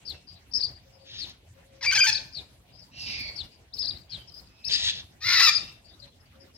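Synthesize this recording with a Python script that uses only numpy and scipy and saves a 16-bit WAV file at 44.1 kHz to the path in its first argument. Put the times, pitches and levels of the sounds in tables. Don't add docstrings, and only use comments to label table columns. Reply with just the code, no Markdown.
import sys
import numpy as np
from scipy import signal
from scipy.io import wavfile
from scipy.ndimage import uniform_filter1d

SR = 44100
rng = np.random.default_rng(int(sys.argv[2]) if len(sys.argv) > 2 else 0)


def dump(signal):
    limited = np.clip(np.atleast_2d(signal).T, -1, 1)
    pcm = np.round(limited * 32767).astype(np.int16)
    wavfile.write(sys.argv[1], SR, pcm)


def gain_from_decibels(decibels):
    exponent = np.asarray(decibels, float) / 20
    return 10 ** exponent


N = 289737

LEAP = 1.4
NEAR_BURR = 0.42


def in_db(points, hz):
    corner_hz, level = np.array(points).T
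    return np.interp(np.log(hz), np.log(corner_hz), level)


def rms_one(x):
    return x / np.sqrt(np.mean(np.abs(x) ** 2) + 1e-20)


def wobble(count, hz):
    white = rng.standard_normal(count + 200) + 1j * rng.standard_normal(count + 200)
    lowpass = signal.butter(2, min(hz, 9000), fs=SR, output="sos")
    return rms_one(signal.sosfilt(lowpass, white)[200:])


def slow_wobble(hz):
    return np.repeat(wobble(N // 64 + 1, 64 * hz).real, 64)[:N]


def add(track, start, sound):
    at = round(start * SR)
    track[at:at + len(sound)] += sound[:N - at]


def gate(birds):
    shut_db, lift_db = -60, 9
    open_from_db, open_full_db, duck_from_db = -60, -38, -23
    sense_s, lag_s = 0.033, 0.029
    power = uniform_filter1d(birds.mean(axis=0) ** 2, round(sense_s * SR))
    call_db = 10 * np.log10(np.abs(power) + 1e-12)
    call_db = np.interp(np.arange(N) - lag_s * SR, np.arange(N), call_db)
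    opening = np.clip((call_db - open_from_db) / (open_full_db - open_from_db), 0, 1)
    duck_db = np.maximum(call_db - duck_from_db, 0)
    return shut_db + lift_db * opening - duck_db + slow_wobble(8.3)


def background(gate_db):
    # frequency in Hz, level in dB per Hz.
    air = [(21, -58), (35, -13), (69, -1.5), (128, -7), (156, -12.5), (343, -19), (420, -28), (555, -7),
           (614, -18), (734, -23), (1280, -27.5), (1460, -27.5), (3040, -24.5), (3910, -29.5), (15000, -41)]
    # frequency in Hz, left-right likeness from -1 to 1.
    likeness = [(60, 0.95), (180, 0.92), (550, 0.38), (1650, 0.0062), (4970, -0.17), (15000, -0.15)]
    white = rng.standard_normal((2, 2, N))
    edges = 24 * 2 ** np.arange(0, 9.6, .5)
    out = 0
    for k, (low, high) in enumerate(zip(edges, edges[1:])):
        bandpass = signal.butter(2, [low, high], "band", fs=SR, output="sos")
        mid, side = signal.sosfilt(bandpass, white[k % 2])
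        hz = np.sqrt(low * high)
        alike = np.clip(in_db(likeness, hz), -1, 1)
        stereo = np.sqrt(1 + alike) * mid + np.sqrt(1 - alike) * side * [[1], [-1]]
        out = out + gain_from_decibels(in_db(air, hz) + 4.5 * slow_wobble(10.15625)) * stereo
    return gain_from_decibels(gate_db + 3.0) * rms_one(out)


def rustles():
    # start in seconds, length in seconds, level in dB.
    puffs = [
        (3.185, .04, -55),
        (3.74, .09, -58),
        (4.3, .16, -64),
        (4.66, .075, -60),
    ]
    out = np.zeros(N)
    for start, length, level_db in puffs:
        count = round(length * SR)
        add(out, start, gain_from_decibels(level_db) * rng.standard_normal(count) * np.hanning(count) ** 0.34)
    return signal.sosfilt(signal.butter(2, 7500, "high", fs=SR, output="sos"), out)


def twigs():
    # time in seconds, peak level in dB.
    ticks = [(0.1, -31), (1.296, -44), (3.79, -40), (3.976, -56), (4.649, -38), (3.371, -67.5),
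             (4.112, -59.5)]
    out = np.zeros(N)
    decay = np.exp(-np.arange(150) / 20.0)
    for at, peak_db in ticks:
        add(out, at, gain_from_decibels(peak_db) * rng.standard_normal(150) * decay)
    return signal.sosfilt(signal.butter(2, [5500, 14000], "band", fs=SR, output="sos"), out)


def dove():
    # start in seconds, end in seconds, pitch in Hz, level in dB.
    coos = [
        (.85, 1.12, 535, -73),
        (1.55, 2.2, 540, -72),
        (5.98, 6.1, 560, -72),
        (6.33, 6.5, 540, -72),
    ]
    out = np.zeros(N)
    for start, end, hz, level_db in coos:
        count = round((end - start) * SR)
        waver = 1 + .8 * wobble(count, 25)
        tone = (waver * np.exp(2j * np.pi * hz * np.arange(count) / SR)).real
        add(out, start, gain_from_decibels(level_db + 3) * np.hanning(count) ** 0.054 * tone)
    return out


def whistle(pitch, envelope, burr):
    jagged = pitch * (1 + .012 * wobble(len(pitch), 52).real)
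    phase = 2 * np.pi * np.cumsum(jagged) / SR
    buzz = 1 + burr * wobble(len(pitch), 310)
    tone = (buzz * np.exp(1j * phase)).real
    octave = (buzz * buzz * np.exp(2j * phase)).real
    return envelope * (tone + gain_from_decibels(-33) * octave)


def arches(notes, burr, swell):
    out = np.zeros(N)
    for start, length, from_hz, top_hz, to_hz, peak_db in notes:
        u = np.linspace(-1, 1, max(round(length * SR), 64))
        foot_hz = np.where(u < 0, from_hz, to_hz)
        pitch = top_hz - (top_hz - foot_hz) * np.abs(u) ** 3
        add(out, start, gain_from_decibels(peak_db + 4.5) * whistle(pitch, (1 - u * u) ** swell, burr))
    return out


def far_chirps():
    # start in seconds, length in seconds, top pitch in Hz, peak level in dB.
    chirps = [(0.268, 0.047, 4790, -57), (0.3, 0.055, 4810, -61), (0.352, 0.036, 4030, -62.5),
              (0.913, 0.075, 5070, -71), (0.985, 0.078, 4640, -70.5), (2.717, 0.079, 4930, -64.5),
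              (2.781, 0.036, 5180, -56.5), (2.81, 0.04, 4800, -60.5), (3.428, 0.034, 5040, -60.5),
              (3.508, 0.066, 4820, -67), (4.272, 0.034, 5240, -56), (4.294, 0.012, 4380, -60.5),
              (4.319, .008, 4900, -60), (4.392, 0.013, 4300, -59), (4.337, 0.024, 5010, -53.5),
              (4.357, 0.05, 5020, -55), (4.458, 0.025, 4760, -65), (5.841, 0.042, 4690, -64.5),
              (5.878, 0.034, 4770, -63), (5.886, 0.062, 3640, -69.5), (5.934, 0.017, 3970, -63.5),
              (6.036, 0.029, 3300, -69), (6.116, 0.04, 3470, -74), (6.15, 0.028, 5100, -80),
              (6.287, 0.017, 4160, -84), (5.992, 0.022, 4740, -58), (6.015, 0.043, 4155, -54.5),
              (6.198, 0.031, 5170, -72), (6.253, 0.017, 4680, -73.5), (6.395, 0.051, 5110, -64),
              (6.538, 0.089, 5100, -60)]
    rise, drop = 0.043, 0.087
    notes = [(s, length, top * (1 - rise), top, top * (1 - drop), db) for s, length, top, db in chirps]
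    return arches(notes, burr=.9, swell=1.1)


def falls():
    # start in seconds, length in seconds, start pitch in Hz, peak level in dB, pick-up level in dB.
    glides = [(0.072, 0.058, 4730, -50, -44.5), (1.204, 0.058, 4620, -48.5, -40.5),
              (2.344, .066, 4680, -50, -49.5), (3.375, .051, 4605, -47, -42),
              (4.116, 0.056, 4470, -50.5, -49.5)]
    out = np.zeros(N)
    for start, length, from_hz, peak_db, pickup_db in glides:
        u = np.linspace(0, 1, round(length * SR))
        envelope = np.minimum(u / 0.116, 1) * (1 - u ** 4.6)
        pitch = from_hz * (1 - (1 - .705) * u ** 1.6)
        add(out, start, gain_from_decibels(peak_db + 12.0) * whistle(pitch, envelope, burr=.85))
        u = np.linspace(0, 1, round(0.028 * SR))
        pickup = whistle(4700 + 600 * u, np.sin(np.pi * u), burr=1.0)
        add(out, start - .022, gain_from_decibels(pickup_db + 1) * pickup)
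    return out


def slurs():
    # start in seconds, length in seconds, start pitch in Hz, end pitch in Hz, peak level in dB.
    whistles = [
        (5.416, 0.051, 4890, 4850, -25.5),
        (5.418, .026, 5360, 5280, -27),
    ]
    bow = 0.4
    notes = [(s, length, a, min(a, b) + bow * abs(b - a), b, db) for s, length, a, b, db in whistles]
    return arches(notes, NEAR_BURR, swell=.6)


def warbles():
    # time in seconds, pitch in Hz, level in dB.
    early = [
        [(.511, 3960, -55), (.516, 5270, -48), (.520, 4580, -49.5), (.526, 5540, -43), (.531, 4340, -55.5)],
        [(.534, 4230, -40), (.539, 5270, -24.5), (.547, 5600, -43), (.556, 5500, -44)],
        [(.540, 4765, -29), (.551, 4930, -24), (.565, 5440, -23), (.580, 4950, -26), (.586, 5540, -32),
         (.591, 4400, -40), (.601, 3670, -52)],
        [(.602, 3580, -43), (.608, 4470, -28), (.616, 4990, -24), (.622, 4840, -39), (.629, 4130, -29),
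         (.638, 4720, -23.5), (.652, 4770, -24.5), (.661, 4260, -36.5), (.673, 3450, -50)],
    ]
    long = [
        [(3.723, 3460, -64), (3.733, 3940, -51), (3.740, 5000, -36), (3.747, 5200, -39), (3.762, 5250, -48),
         (3.770, 4620, -37), (3.778, 3580, -48)],
        [(3.780, 3730, -40), (3.793, 4950, -29.5), (3.802, 5350, -30.5), (3.812, 4980, -29),
         (3.825, 5150, -33.5), (3.834, 4735, -33), (3.844, 4400, -33), (3.860, 5230, -29), (3.869, 4140, -42)],
        [(3.815, 3290, -52), (3.824, 3775, -37), (3.831, 4620, -30), (3.836, 4800, -42)],
        [(3.846, 3740, -46), (3.853, 4030, -33), (3.860, 4770, -33)],
        [(3.870, 3950, -30), (3.876, 4230, -32), (3.885, 4920, -28.5), (3.897, 4640, -28), (3.905, 4510, -42),
         (3.911, 3860, -29.5), (3.918, 3800, -50)],
        [(3.917, 4560, -46), (3.925, 5050, -54), (3.934, 4420, -53)],
        [(3.953, 3540, -58), (3.961, 3790, -47), (3.970, 4150, -49), (3.976, 4490, -40.5), (3.981, 4270, -60)],
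    ]
    late = [
        [(2.121, 4113, -35), (2.130, 4950, -22), (2.136, 5290, -26.5), (2.142, 4800, -31), (2.147, 4300, -42)],
        [(2.146, 3760, -31), (2.155, 4570, -21.5), (2.163, 4424, -29), (2.170, 4840, -31), (2.176, 4256, -29.5),
         (2.186, 3420, -33)],
        [(4.640, 3680, -51), (4.647, 4400, -35), (4.655, 5330, -31), (4.664, 5150, -35), (4.676, 5200, -32),
         (4.683, 5540, -26.5), (4.688, 4200, -34), (4.695, 3500, -51)],
        [(4.710, 4120, -44), (4.716, 4890, -26.5), (4.721, 5050, -28), (4.728, 4530, -23.5), (4.736, 4400, -33)],
        [(4.729, 3800, -36), (4.737, 4920, -18.5), (4.745, 5210, -23.5), (4.754, 4830, -21), (4.760, 4670, -25),
         (4.769, 3560, -48)],
        [(5.528, 4640, -31), (5.535, 5200, -27), (5.543, 4360, -24.5)],
        [(5.549, 4390, -20.5), (5.556, 4980, -20.5), (5.566, 5050, -22), (5.576, 4840, -26), (5.583, 4340, -28),
         (5.587, 4120, -45.5)],
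    ]
    # delay in seconds, level in dB.
    echoes = [
        (.019, -17),
        (.043, -22),
        (.126, -29),
    ]
    out = np.zeros(N)
    smooth = round(.002 * SR)
    for syllable in early + long + late:
        s, hz, db = np.transpose(syllable)
        t = np.arange(s[0], max(s[-1], s[0] + .004), 1 / SR)
        pitch = uniform_filter1d(np.interp(t, s, hz), smooth)
        level_db = uniform_filter1d(np.interp(t, s, db), smooth)
        depth = .3 * np.abs(wobble(len(t), 25))
        trill_hz = 300 * rng.uniform(.7, 1.4)
        flutter = 1 + depth * np.cos(2 * np.pi * trill_hz * t)
        envelope = gain_from_decibels(level_db) * flutter * np.hanning(len(t)) ** .1
        add(out, s[0], whistle(pitch, envelope, NEAR_BURR))
    heard = out.copy()
    for delay, level_db in echoes:
        add(heard, delay, gain_from_decibels(level_db) * out)
    return heard


def phrase(rows, leap):
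    notes = []
    for (start, hz, db, rough), (end, next_hz, *_) in zip(rows, rows[1:]):
        glides = max(hz / next_hz, next_hz / hz) < leap
        notes.append((start, end, hz, next_hz if glides else hz, db, rough))
    return notes


def parrot(notes, throat, edge_s, spread, swell, jitter, blur, half):
    out, last_end = np.zeros(N), 0
    for start, end, from_hz, to_hz, level_db, rough in notes:
        rough = np.clip(rough, 0, 1)
        count = max(round((end - start + edge_s) * SR), 64)
        pitch = np.linspace(from_hz, to_hz, count)
        turns = np.cumsum(pitch * (1 + jitter * rough * wobble(count, 150).real)) / SR
        note = 0
        for k in np.arange(1, 15800 / min(from_hz, to_hz), .5):
            gain = gain_from_decibels(in_db(throat, k * pitch)) * (k * pitch < 15900)
            if k % 1:
                gain = gain * half * rough
            noisy = k * from_hz > 6500
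            if noisy:
                gain = gain * gain_from_decibels(0.96 * min(level_db + 27, 0))
            if k == 3 and from_hz > 1345:
                gain = gain * gain_from_decibels(-8)
            clear = (1 - rough) ** (k ** spread) * (.15 if noisy else 1)
            smear_hz = (.45 if noisy else blur) * from_hz
            smear = np.sqrt(clear) + np.sqrt(1 - clear) * wobble(count, smear_hz)
            note = note + gain * (smear * np.exp(2j * np.pi * (k * turns + rng.random()))).real
        steps = np.arange(count)
        ramp = np.minimum(np.minimum(steps, steps[::-1]) / (edge_s * SR), 1)
        if abs(start - last_end) > .015:
            ramp = ramp * np.linspace(0, 1, count) ** swell
        add(out, start - edge_s / 2, gain_from_decibels(level_db) * rms_one(note) * ramp)
        last_end = end
    return out


def cries():
    # start in seconds, length in seconds, pitch in Hz, level in dB.
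    calls = [(0.119, 0.044, 2997, -50), (2.249, 0.174, 2423, -54.5), (3.399, 0.059, 3060, -54.5),
             (4.086, .06, 1695, -45.5), (4.161, 0.062, 3290, -53.5), (4.393, 0.28, 2557, -59.5),
             (5.505, .2, 2710, -50), (5.518, 0.13, 3645, -43.5), (4.607, 0.14, 2600, -44)]
    notes = []
    for start, length, hz, db in calls:
        sag = 0.29 * np.exp(-(length / 0.055) ** 2)
        notes.append((start, start + length, hz, hz * (1 - sag), db, .2))
    return notes


def far_screech():
    # start in seconds, pitch in Hz, level in dB, roughness 0-1.
    low = [(2.91, 2645, -48, 0.5), (2.96, 2770, -47, 0.36), (3.06, 2709, -38.5, 0.67),
           (3.17, 2524, -37.5, 0.5), (3.22, 2292, -40, 0.32), (3.30, 2249, -45, .3)]
    high = [(2.94, 5000, -37.5, 0.7), (3.04, 4802, -40.5, 0.57), (3.17, 4763, -47.5, .5),
            (3.22, 4680, -49, 0.13), (3.30, 4516, -44, .4)]
    # frequency in Hz, level in dB.
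    throat = [(710, -54), (1200, -20), (1920, -9), (2200, 0), (2750, -1), (3180, -6.5), (4760, 3.5),
              (5880, -13), (8650, -19.5), (12000, -23.5), (15600, -73), (22000, -120)]
    notes = phrase(low, LEAP) + phrase(high, LEAP) + cries()
    return parrot(notes, throat, edge_s=.02, spread=2.2, swell=1.3, jitter=.1, blur=.11, half=.9)


def rasp():
    # start in seconds, level in dB.
    calls = [
        [(1.05, -46), (1.13, -42), (1.22, -46.5), (1.32, -49)],
        [(4.69, -24.5), (4.77, -30), (4.83, -25.5), (4.91, -39), (5.01, -44)],
    ]
    # frequency in Hz, level in dB.
    throat = [(590, -44), (1000, -23), (1320, -25.5), (1790, -9), (2070, -14), (3670, 5.5), (5800, -7.5),
              (6630, -10), (8880, -25.5), (9650, -27.5), (12000, -35.5), (15600, -84), (22000, -120)]
    notes = []
    for call in calls:
        notes += phrase([(start, 923, db, 1) for start, db in call], LEAP)
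    return parrot(notes, throat, edge_s=.019, spread=.57, swell=.53, jitter=.065, blur=.12, half=.85)


def yodel():
    # start in seconds, pitch in Hz, level in dB, roughness 0-1.
    dip = [(1.810, 1120, -40.5, 0.76), (1.827, 1048, -30, 0.07), (1.849, 768, -24.5, 0.2),
           (1.865, 1214, -28.5, .2)]
    breaks = [(1.864, 2476, -24, 0.0067), (1.872, 2337, -20.5, 0.011), (1.909, 2333, -25.5, 0.011),
              (1.912, 1252, -24.5, 1.1), (1.917, 2210, -24.5, 0.17), (1.924, 1540, -23, 0.079),
              (1.941, 2427, -26, .1), (1.950, 850.4, -21, 0.18), (1.975, 2300, -18, 0.041),
              (1.981, 1570, -21, 0.037), (2.005, 2550, -16, .02), (2.012, 2410, -16, 0.011),
              (2.039, 1556, -21.5, .04), (2.063, 2271, -23.5, 0.18), (2.070, 891.7, -20, 0.059),
              (2.104, 859.4, -35, 0.14), (2.130, 860, -39.5, 0.12), (2.19, 848, -40, .2)]
    # frequency in Hz, level in dB.
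    throat = [(350, -57), (600, -38), (1170, -18), (1520, -16.5), (1970, -14), (2420, -5.5), (2740, -25.5),
              (3190, -17), (3750, -19), (4870, -7), (6320, -19), (7050, -25), (11200, -40), (15800, -32.5)]
    notes = phrase(dip, 2) + phrase(breaks, LEAP)
    return parrot(notes, throat, edge_s=.003, spread=1.6, swell=.15, jitter=.05, blur=.2, half=.85)


def squawk():
    # start in seconds, pitch in Hz, level in dB, roughness 0-1.
    growl = [(5.203, 587.5, -29, .2), (5.245, 649, -27.5, 0.17), (5.266, 727.5, -24, 0.28),
             (5.285, 701.2, -20.5, .48), (5.320, 720.7, -19, .48), (5.352, 730.3, -20, 0.26),
             (5.368, 644, -18.5, .25), (5.396, 658, -16.5, .4), (5.422, 1380, -18, 0.17),
             (5.462, 1315, -15.5, 0.2), (5.499, 1156, -33, .3)]
    # frequency in Hz, level in dB.
    throat = [(290, -73), (500, -57.5), (680, -35.5), (1020, -16.5), (1390, -10.5), (1660, -7.5), (2120, 0),
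              (2700, -11.5), (3200, -17.5), (3890, -1), (5120, -3), (5920, -10), (7100, -22), (8700, -35),
              (10800, -26), (11800, -37.5), (14300, -18.5), (15800, -32)]
    return parrot(phrase(growl, 3), throat, edge_s=.006, spread=.85, swell=1.6, jitter=.08, blur=.14, half=1.2)


def place(x, pan_db, lag, shadow_hz, wet_db, t60, wet_pan_db):
    t = np.arange(SR // 2 + 4000) / SR
    scatter = rng.standard_normal((2, len(t))) * gain_from_decibels(-60 * t / t60) * np.minimum(t / 0.0042, 1)
    scatter = signal.sosfilt(signal.butter(1, 7000, fs=SR, output="sos"), scatter)
    scatter = scatter / np.linalg.norm(scatter, axis=1, keepdims=True)
    wet = signal.fftconvolve(x[None], scatter, axes=1)[:, :N]
    shade = signal.butter(4, shadow_hz, fs=SR, output="sos")
    wet[1] = signal.sosfilt(shade, wet[1])
    left = np.interp(np.arange(N) - lag, np.arange(N), x)
    right = signal.sosfilt(shade, x)
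    sides = np.array([[.5], [-.5]])
    return np.array([left, right]) * gain_from_decibels(pan_db * sides) + gain_from_decibels(wet_db + wet_pan_db * sides) * wet


def scene():
    near = slurs() + warbles() + falls() + twigs() + rustles()
    far = far_chirps() + dove()
    birds = place(far, pan_db=16, lag=-3, shadow_hz=15000, wet_db=-5, t60=.24, wet_pan_db=1.5)
    birds += place(near, pan_db=12, lag=-10, shadow_hz=12700, wet_db=-11, t60=.26, wet_pan_db=6)
    birds += place(far_screech(), pan_db=-3, lag=-13, shadow_hz=15000, wet_db=-5, t60=.4, wet_pan_db=-1)
    birds += place(rasp(), pan_db=4.5, lag=5.73, shadow_hz=17400, wet_db=-11.5, t60=.29, wet_pan_db=-1.5)
    birds += place(yodel(), pan_db=4.5, lag=-.37, shadow_hz=9100, wet_db=-11.5, t60=.42, wet_pan_db=-.5)
    birds += place(squawk(), pan_db=4.5, lag=-.7, shadow_hz=9500, wet_db=-9, t60=.38, wet_pan_db=4.5)
    return birds + background(gate(birds))


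def mute_faint_bands(x, depth_db, spread_db):
    hz, _, frames = signal.stft(x, SR, nperseg=2048)
    band = np.round(11 * np.log2(1 + hz / 900)).astype(int)
    starts = np.flatnonzero(np.diff(band, prepend=-1))
    widths = np.diff(starts, append=len(hz))
    power = np.add.reduceat(np.abs(frames) ** 2, starts, axis=1) / widths[:, None]
    loudest = power[:, hz[starts] > 1000].max(axis=1, keepdims=True)
    depth_db = depth_db + 1.1 * np.log2(np.maximum(hz[starts], 300) / 4000)[:, None]
    limit = loudest * gain_from_decibels(spread_db * rng.standard_normal(power.shape) - depth_db) ** 2
    keep = np.repeat(power > limit, widths, axis=1)
    keep = keep | (hz < 200)[:, None]
    return signal.istft(frames * keep, SR, nperseg=2048)[1][:, :N]


def top_cut(x):
    return signal.sosfilt(signal.butter(12, 15800, fs=SR, output="sos"), x)


def record(dry):
    mix = signal.sosfilt(signal.butter(3, 44, "high", fs=SR, output="sos"), dry)
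    mix = mute_faint_bands(mix, depth_db=35.5, spread_db=5.0)
    return top_cut(mix)


dry = scene()
out = record(dry)
dump(out)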